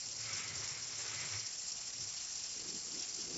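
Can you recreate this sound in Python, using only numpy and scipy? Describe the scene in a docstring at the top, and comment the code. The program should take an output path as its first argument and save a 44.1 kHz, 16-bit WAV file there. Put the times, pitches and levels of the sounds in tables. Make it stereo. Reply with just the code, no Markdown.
"""A steam fogger on a work table blows a jet of mist: a bright, fluttering noise hiss with spurts and spat
droplets as water flashes in the nozzle, combed by close reflections off table and housing.
Behind it something is dragged twice across the shop floor: rubbing noise makes the scrape and excites
a thin metal ring, and resonant noise makes the rumble. Dull thuds of low noise follow, and the room
hums faintly as wavering dull noise. One microphone."""
import sys
import numpy as np
from scipy import signal
from scipy.fft import rfft, irfft
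from scipy.io import wavfile
from scipy.ndimage import uniform_filter1d

SR = 44100
rng = np.random.default_rng(int(sys.argv[2]) if len(sys.argv) > 2 else 0)


def persist_wave(psi):
    """Save psi, clipped to +-1, as 16-bit WAV."""
    counts = np.round(np.clip(psi, -1, 1) * 32767).astype(np.int16)
    wavfile.write(sys.argv[1], SR, np.atleast_2d(counts).T)


def volts(x):
    """Linear amplitude factor 10**(x/20) for a level x in dB, scalar or array-like."""
    e = np.asarray(x, float) / 20
    return 10 ** e


N = 148617

# Tone colour of the steam jet: (frequency [Hz], relative density [dB per Hz])
JET_COLOUR = [(400, -41.5), (700, -19.5), (1100, -20), (1500, -18.5), (2100, -14), (2800, -9), (3500, -14),
              (4000, -12), (4250, -4.5), (4900, -2.5), (5600, 0.5), (6250, -1), (6900, -1.5), (7550, 0.5),
              (9000, -16)]
# Level of the jet's hiss, before flutter: (time [s], level [dB])
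JET_LEVEL = [(0, -45), (.25, -44), (.55, -43.5), (.8, -45), (1.05, -43.5), (1.25, -44), (1.5, -44.5),
             (1.9, -44), (2.2, -44.5), (2.45, -44), (2.7, -44.5), (2.85, -45.5), (3.1, -44), (3.37, -44.5)]
# Strongest spurts of steam, before the spurt trim: (time [s], level [dB])
SPURTS = [(0.0575, -31.5), (0.1091, -32), (0.163, -32), (0.1894, -34.5), (0.2337, -30.5), (0.301, -38),
          (0.3683, -42.5), (0.4033, -45.5), (0.578, -31), (0.639, -31.5), (0.6737, -31.5), (0.8196, -33),
          (0.9517, -34), (1.0087, -31.5), (1.0765, -31), (1.143, -32.5), (1.187, -35), (1.209, -31),
          (1.266, -38.5), (1.3283, -47), (1.3714, -37), (1.3935, -32), (1.4626, -29.5), (1.5278, -31.5),
          (1.5766, -39), (1.6794, -32.5), (1.717, -27), (1.769, -33.5), (1.802, -42), (1.8532, -32.5),
          (1.8831, -34.5), (1.932, -30.5), (2.0026, -34.5), (2.033, -37.5), (2.0708, -31.5), (2.137, -32),
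          (2.163, -36.5), (2.2065, -33), (2.2356, -34.5), (2.325, -41), (2.354, -31), (2.374, -31),
          (2.4348, -29), (2.5263, -32), (2.561, -36), (2.6782, -32.5), (2.7024, -30), (2.7442, -32),
          (2.824, -39), (2.915, -33), (2.9433, -32.5), (2.993, -28.5), (3.02, -28.5), (3.093, -33),
          (3.141, -28.5), (3.2129, -32), (3.292, -34.5), (3.326, -39.5)]
# Flutter of the hiss: (rate [per s], rms swing of the whole jet [dB], rms swing of each band alone [dB])
FLUTTER = [(27.87, 0.18, 0.61), (59.2, 0.5, 1.19), (140.5, 1.15, 0.5), (346.7, 0.52, .5)]
# Edges of the hiss bands that flutter separately: (frequency [Hz])
FLUTTER_BAND_EDGES = [0, 2400, 4200, 5200, 6400, 9000]
# Close reflections off table and housing: (delay [ms], level [dB])
REFLECTIONS = [(0.544, -15.5), (2.424, -16), (2.599, -15.5), (2.786, -17.5)]
# Level of the dragged load's scrape: (time [s], level [dB])
SCRAPE_LEVEL = [(.12, -95), (.2, -62.5), (.3, -52.5), (.48, -57), (.6, -51.5), (.74, -55.5), (.8, -59),
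                (.95, -55.5), (1.1, -51.5), (1.25, -54.5), (1.36, -52.5), (1.43, -65), (1.55, -73)]
# Tone colour of the scrape: (frequency [Hz], relative density [dB per Hz])
SCRAPE_COLOUR = [(180, -17), (300, -11), (374, -5), (734, -9.5), (1130, -5.5), (1640, -5.5), (2070, -4),
                 (2850, -9.5), (4200, -6), (5460, -41.5), (9240, -120)]
# Level of the metal ring: (time [s], level [dB])
METAL_LEVEL = [(.15, -66), (.2, -62), (.3, -51), (.46, -51.5), (.6, -68.5), (.76, -56.5), (.82, -70),
               (1.03, -65), (1.16, -53.5), (1.27, -51), (1.36, -57), (1.44, -59), (1.55, -71.5)]
# Resonances of the load's metal parts: (frequency [Hz], width [Hz], relative level before flicker [dB])
METAL_MODES = [(1308, 56, -22.5), (1519, 21, -26.5), (2030, 25, -16), (2135, 25, -15.5), (2254, 55, -18),
               (2350, 900, -9)]
# Level of the drag's rumble through the floor: (time [s], level [dB])
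RUMBLE_LEVEL = [(0, -82), (.07, -67), (.17, -64), (.22, -58), (.36, -56), (.44, -62), (.52, -56),
                (.58, -53), (.65, -58), (.68, -67), (.72, -57), (.77, -63), (.82, -62.5), (.88, -67.5),
                (1.0, -62.5), (1.07, -64.5), (1.15, -57.5), (1.24, -56), (1.3, -61), (1.35, -48.5),
                (1.39, -55), (1.47, -67.5), (1.56, -86), (1.8, -72.5), (1.93, -76), (2.02, -55.5),
                (2.07, -63), (2.13, -77), (2.3, -85)]
# Floor resonances: (frequency [Hz], width of the first of two passes [Hz], relative level [dB])
FLOOR_MODES = [(107.4, 20, 3), (144, 31, -7), (245, 41, -14), (373, 39, -13), (576, 58, -17)]
# Level of the dull thuds and shuffling, before random swings: (time [s], level [dB])
THUD_LEVEL = [(2.55, -68), (2.69, -58), (2.77, -56), (2.83, -74.5), (2.93, -60), (3.0, -58.5), (3.1, -73),
              (3.18, -62), (3.24, -59.5), (3.31, -54), (3.36, -52)]
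# Tone colour of the thuds: (frequency [Hz], relative density [dB per Hz])
THUD_COLOUR = [(35, -32), (90, -9), (243, -2.5), (304, -3.5), (348, 1.5), (536, -12.5), (594, -22),
               (700, -16.5), (910, -32), (1540, -120)]
# Level of the room hum, before wavering: (time [s], level [dB])
ROOM_LEVEL = [(0, -64), (.18, -64.5), (.3, -64), (1.45, -65), (1.7, -63.5), (2.45, -63.5), (3.37, -62)]
# Tone colour of the room: (frequency [Hz], relative density [dB per Hz])
ROOM_COLOUR = [(12, -50), (20, -4.5), (48, -3), (75, -3), (149, -2.5), (317, -6), (360, -5.5), (576, -7),
               (1500, -9.5), (1950, -28.5), (3300, -120)]


def frequencies():
    """Frequency of every spectrum bin, in Hz."""
    return np.arange(N // 2 + 1) * SR / N


def curve(table):
    """Level over time in dB, 20 dB lower before the table starts and after an early end."""
    times, levels = np.array(table, float).T
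    ends_early = times[-1] < N / SR - 0.1
    after = levels[-1] - 20 * ends_early
    return np.interp(np.arange(N) / SR, times, levels, left=levels[0] - 20, right=after)


def unit(x):
    """Scales a sound to rms 1."""
    return x / np.sqrt(np.mean(x ** 2))


def noise():
    """White noise."""
    return rng.standard_normal(N)


def colour(x, points):
    """Filters x by (Hz, dB) points joined on a log frequency axis, to rms 1."""
    hz, db = np.array(points, float).T
    f = frequencies() + 0.0005  # keeps the logarithm finite at 0 Hz
    gain = volts(np.interp(np.log(f), np.log(hz), db))
    return unit(irfft(rfft(x) * gain, N))


def band(x, lo_hz, hi_hz):
    """The part of x between two frequencies."""
    f = frequencies()
    return irfft(rfft(x) * (f >= lo_hz) * (f < hi_hz), N)


def resonate(x, hz, width_hz):
    """One resonance excited by x, to rms 1."""
    b, a = signal.iirpeak(hz, hz / width_hz, SR)
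    return unit(signal.lfilter(b, a, x))


def walk(rate):
    """Random levels drawn rate times a second and smoothed twice, to rms 1."""
    k = int(SR / rate)
    steps = np.repeat(rng.standard_normal(N // k + 1), k)
    smooth = uniform_filter1d(uniform_filter1d(steps, k), k)
    return unit(smooth[:N])


def even(x, s):
    """Takes out level swings slower than about s seconds."""
    k = int(s * SR)
    power = uniform_filter1d(uniform_filter1d(x ** 2, k), k)
    return x / np.sqrt(power + 1e-3)


def hiss():
    """Turbulent steam: coloured noise that flutters band by band and as a whole."""
    air = colour(noise(), JET_COLOUR)
    total = np.zeros(N)
    for lo, hi in zip(FLUTTER_BAND_EDGES, FLUTTER_BAND_EDGES[1:]):
        band_flutter = sum(db * walk(rate) for rate, _, db in FLUTTER)
        total += band(air, lo, hi) * volts(band_flutter)
    jet_flutter = sum(db * walk(rate) for rate, db, _ in FLUTTER)
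    return total * volts(jet_flutter)


def spits():
    """Spat droplets: random impulses of uneven strength, each a decaying noise tick, to rms 1."""
    rate_per_s, spread_db, decay_s = 600, 1, 0.0007
    strength = volts(spread_db * np.minimum(rng.exponential(size=N), 3.5))
    drops = (rng.random(N) < rate_per_s / SR) * strength
    tail = np.exp(-np.arange(400) / SR / decay_s)
    ticks = np.convolve(drops, tail)[:N] * noise()
    return colour(ticks, JET_COLOUR)


def spurts():
    """Water flashing to steam: resonant noise in brief swells that rise faster than they fall."""
    rise_s, fall_s, trim_db = 0.0037, 0.0076, -11.5
    t = np.arange(N) / SR
    swell = np.zeros(N)
    for start, db in SPURTS:
        u = t - start - rise_s  # time from the peak
        slope_s = np.where(u < 0, rise_s, fall_s)
        swell += volts(db + trim_db) * np.exp(-(u / slope_s) ** 2)
    steam = resonate(colour(noise(), JET_COLOUR), 5300, 2000)  # Hz, width in Hz
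    return even(steam, 0.003) * swell


def reflect(x):
    """Delayed copies off table and housing comb the spectrum; mean power gain is 1."""
    f = frequencies()
    comb = 1 + sum(volts(db) * np.exp(-2j * np.pi * f * ms / 1000) for ms, db in REFLECTIONS)
    return irfft(rfft(x) * comb, N) / np.sqrt(np.mean(abs(comb) ** 2))


def jet():
    """The steam jet: hiss and spits share one level curve, spurts join, reflections comb them all."""
    spit_db = -7.5
    steady = volts(curve(JET_LEVEL)) * (hiss() + volts(spit_db) * spits())
    return reflect(steady + spurts())


def scrape(rub):
    """Coloured rubbing noise, following the drag."""
    return volts(curve(SCRAPE_LEVEL)) * even(colour(rub, SCRAPE_COLOUR), 0.09)


def metal_ring(rub):
    """Rubbing shakes the load's metal parts, whose resonances flicker separately."""
    flicker_db = 4.0
    modes = sum(volts(db + flicker_db * walk(16)) * resonate(rub, hz, width)
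                for hz, width, db in METAL_MODES)
    return volts(curve(METAL_LEVEL)) * even(unit(modes), 0.084)


def floor_rumble():
    """The floor booms: noise passed twice through each low resonance."""
    modes = np.zeros(N)
    for hz, width, db in FLOOR_MODES:
        narrow = resonate(noise(), hz, width)
        modes += volts(db) * resonate(narrow, hz, 2 * width)
    return volts(curve(RUMBLE_LEVEL)) * even(unit(modes), 0.046)


def drag():
    """A load dragged on the floor: one fitful rubbing noise feeds scrape and ring, the floor booms."""
    rub = noise() * volts(0.79 * walk(25) + 1.0 * walk(60))
    return scrape(rub) + metal_ring(rub) + floor_rumble()


def thuds():
    """Low knocking noise in lumps, with random level swings."""
    swing_db = 2.5
    knock = even(colour(noise(), THUD_COLOUR), 0.032)
    return volts(curve(THUD_LEVEL) + swing_db * walk(30)) * knock


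def room():
    """Dull background noise whose bass, middle and top waver separately."""
    sway_db, flicker_db = 0.4, 1.4
    air = colour(noise(), ROOM_COLOUR)
    total = np.zeros(N)
    for lo, hi in [(0, 180), (180, 600), (600, 4800)]:  # Hz
        part = band(air, lo, hi)
        steady = even(unit(part), 0.16) * np.std(part)
        total += volts(sway_db * walk(4.9) + flicker_db * walk(16)) * steady
    return volts(curve(ROOM_LEVEL)) * total


def scene():
    """All sources at one microphone, copied to both channels."""
    return np.tile(jet() + drag() + thuds() + room(), (2, 1))


def top_cut(x):
    """Nothing passes above the cut-off."""
    return signal.sosfilt(signal.butter(12, 8730, fs=SR, output="sos"), x)


def record(dry):
    """The top of the mix is cut on a steep slope."""
    corner_hz, slope_db_per_hz = 7575, 0.42
    cut_db = -slope_db_per_hz * np.maximum(frequencies() - corner_hz, 0)
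    mix = irfft(rfft(dry) * volts(cut_db), N)
    return top_cut(mix)


dry = scene()
out = record(dry)
persist_wave(out)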